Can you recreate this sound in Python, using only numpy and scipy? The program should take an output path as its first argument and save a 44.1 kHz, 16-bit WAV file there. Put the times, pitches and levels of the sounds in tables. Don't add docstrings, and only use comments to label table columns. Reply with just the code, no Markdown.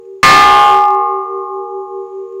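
import sys
import numpy as np
from scipy import signal
from scipy.fft import rfft, irfft
from scipy.io import wavfile

SR = 44100
rng = np.random.default_rng(int(sys.argv[2]) if len(sys.argv) > 2 else 0)


def transcribe(signal):
    frames = np.atleast_2d(signal).T
    limited = np.clip(frames, -1, 1)
    pcm = np.round(limited * 32767).astype(np.int16)
    wavfile.write(sys.argv[1], SR, pcm)


N = 105840
TIME = np.arange(N) / SR

# (frequency [Hz], spectral level
# [dB])
SMALL_NOISE_COLOUR = [(300, -15), (1500, -2), (2400, 0), (4000, -9), (5800, -12), (6800, 2), (7800, -19),
                      (16000, -32)]


def from_db(db):
    return 10 ** (np.asarray(db) / 20)


def noise(colour):
    hz, db = np.transpose(colour)
    bin_hz = np.maximum(np.arange(N // 2 + 1) * SR / N, 1)
    gain = from_db(np.interp(np.log(bin_hz), np.log(hz), db))
    shaped = irfft(rfft(rng.standard_normal(N)) * gain, N)
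    return shaped / shaped.std()


def decay(age, t60):
    return np.exp(-np.log(1000) * age / t60)


def tone(age, hz, phase):
    return np.sin(2 * np.pi * (hz * age + phase))


def room_tone(level_db=-62.5):
    # (frequency [Hz], spectral level [dB])
    room_colour = [(25, -24), (60, -14), (140, -2), (220, -8), (380, 0), (600, -16), (1100, -12),
                   (1600, -18), (2600, -19), (4000, -24), (5800, -26), (6800, -16), (8000, -31),
                   (16000, -35)]
    return from_db(level_db) * noise(room_colour)


def hiss_swell():
    # (time [s], level [dB])
    swell_levels = [(1.75, -90), (1.95, -73), (2.18, -68), (2.4, -71)]
    times, db = np.transpose(swell_levels)
    return from_db(np.interp(TIME, times, db)) * noise(SMALL_NOISE_COLOUR)


def gear_ticks(t60=.04):
    # (time [s], level [dB])
    ticks = [(.052, -62), (2.324, -60)]
    envelope = sum(from_db(db) * (TIME >= start) * decay(np.abs(TIME - start), t60) for start, db in ticks)
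    return envelope * noise(SMALL_NOISE_COLOUR)


def hammer_crack(age, level_db=-9, room_t60=.55):
    # (frequency [Hz], spectral level [dB])
    crack_colour = [(40, -22), (120, -21), (250, -3), (550, -8), (1200, 0), (2500, -1), (5000, -7),
                    (9000, -18), (16000, -30)]
    return from_db(level_db) * noise(crack_colour) * decay(age, room_t60)


def wall_modes(age, count=44):
    low_hz, high_hz = 2200, 12000
    level_db, db_per_octave = -13, -5
    low_t60, damping_exponent = .85, .45
    ring = 0
    for k, (scatter, phase) in enumerate(rng.random((count, 2))):
        ratio = (high_hz / low_hz) ** ((k + scatter) / count)
        gain = from_db(level_db + db_per_octave * np.log2(ratio))
        t60 = low_t60 / ratio ** damping_exponent
        ring += gain * decay(age, t60) * tone(age, low_hz * ratio, phase)
    return ring * np.sqrt(2 / count)


def shell_modes(age):
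    shell_hz = [2263, 2433, 2660, 2794, 3133, 3490, 3770, 4030, 4168, 4452, 4624, 4830]
    # (level [dB], t60 [s])
    shell_ring = [(-16, 1.0), (-7.5, .93), (-8.5, 1.0), (-19, 1.3), (-20, 1.08), (-18, .7), (-22, .98),
                  (-28, 1.1), (-17, .6), (-18, .6), (-26, .98), (-24, .8)]
    return sum(from_db(db) * decay(age, t60) * tone(age, hz, rng.random())
               for hz, (db, t60) in zip(shell_hz, shell_ring))


def beating_modes(age, waver_depth=.035):
    # (frequency [Hz], twin's offset [Hz], time after the blow when in step [s])
    pair_tuning = [(384.6, 4.87, .113), (461.0, 3.19, .205), (764.2, 5.8, .109), (827.35, -.96, .57),
                   (1071.2, -2.3, .40), (1116.3, -4.0, .22), (1209.4, -2.4, .03), (1408.0, 18.8, .03),
                   (1748.4, -15.2, .06), (2012.1, 5.5, .01), (2096.0, -3.3, .25), (2165.5, 2.3, .0)]
    # (level [dB], t60 [s], twin's relative level [dB])
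    pair_ring = [(-19.7, 25, -4.8), (-32, 45, -1.3), (-8.5, 2.25, -15), (-.3, 3.0, -2.9),
                 (-4.4, 2.95, -5.8), (-11.8, 3.0, -30), (3.3, 2.55, -30), (-17.5, 1.62, -3),
                 (-.7, 1.01, -13), (-8, .95, -8), (-6.2, 1.25, -22), (-6.4, 1.08, -5)]
    # (rate [Hz], spectral level [dB])
    waver_rates = [(1, -6), (6, 0), (15, -12), (60, -23), (170, -26), (300, -55), (600, -110)]
    ring = 0
    for (hz, split_hz, in_step_s), (db, t60, twin_db) in zip(pair_tuning, pair_ring):
        phase = rng.random()
        mode = tone(age - in_step_s, hz, phase)
        twin = from_db(twin_db) * tone(age - in_step_s, hz + split_hz, phase)
        waver = 1 + waver_depth * noise(waver_rates)
        ring += from_db(db) * decay(age, t60) * (mode + twin) * waver
    return ring


def struck_cylinder(contact_s=.0007):
    # (time [s], level [dB])
    blows = [(-2.65, -5.2), (0.2298, 0.0)]
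    starts, db = np.transpose(blows)
    latest = np.searchsorted(starts, TIME, side="right") - 1
    age = TIME - starts[latest]
    strength = from_db(db[latest]) * np.minimum(age / contact_s, 1)
    return strength * (beating_modes(age) + shell_modes(age) + wall_modes(age) + hammer_crack(age))


def scene():
    return (struck_cylinder() + room_tone() + hiss_swell() + gear_ticks())[None]


def slew_limit(wave, max_step):
    followed, now = [], 0.
    for target in wave.tolist():
        now += min(max(target - now, -max_step), max_step)
        followed.append(now)
    return np.array(followed)


def record(dry):
    clip_level, slew_per_ms = .675, 15
    low_cut_hz, high_cut_hz, gain_db = 5, 15900, .35
    clipped = np.clip(dry[0], -clip_level, clip_level)
    slewed = slew_limit(clipped, slew_per_ms * 1000 / SR)
    low_cut = signal.butter(1, low_cut_hz, "high", fs=SR, output="sos")
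    high_cut = signal.firwin(255, high_cut_hz, fs=SR)
    amplified = from_db(gain_db) * signal.sosfilt(low_cut, slewed)
    return signal.fftconvolve(amplified, high_cut, "same")[None]


dry = scene()
out = record(dry)
transcribe(out)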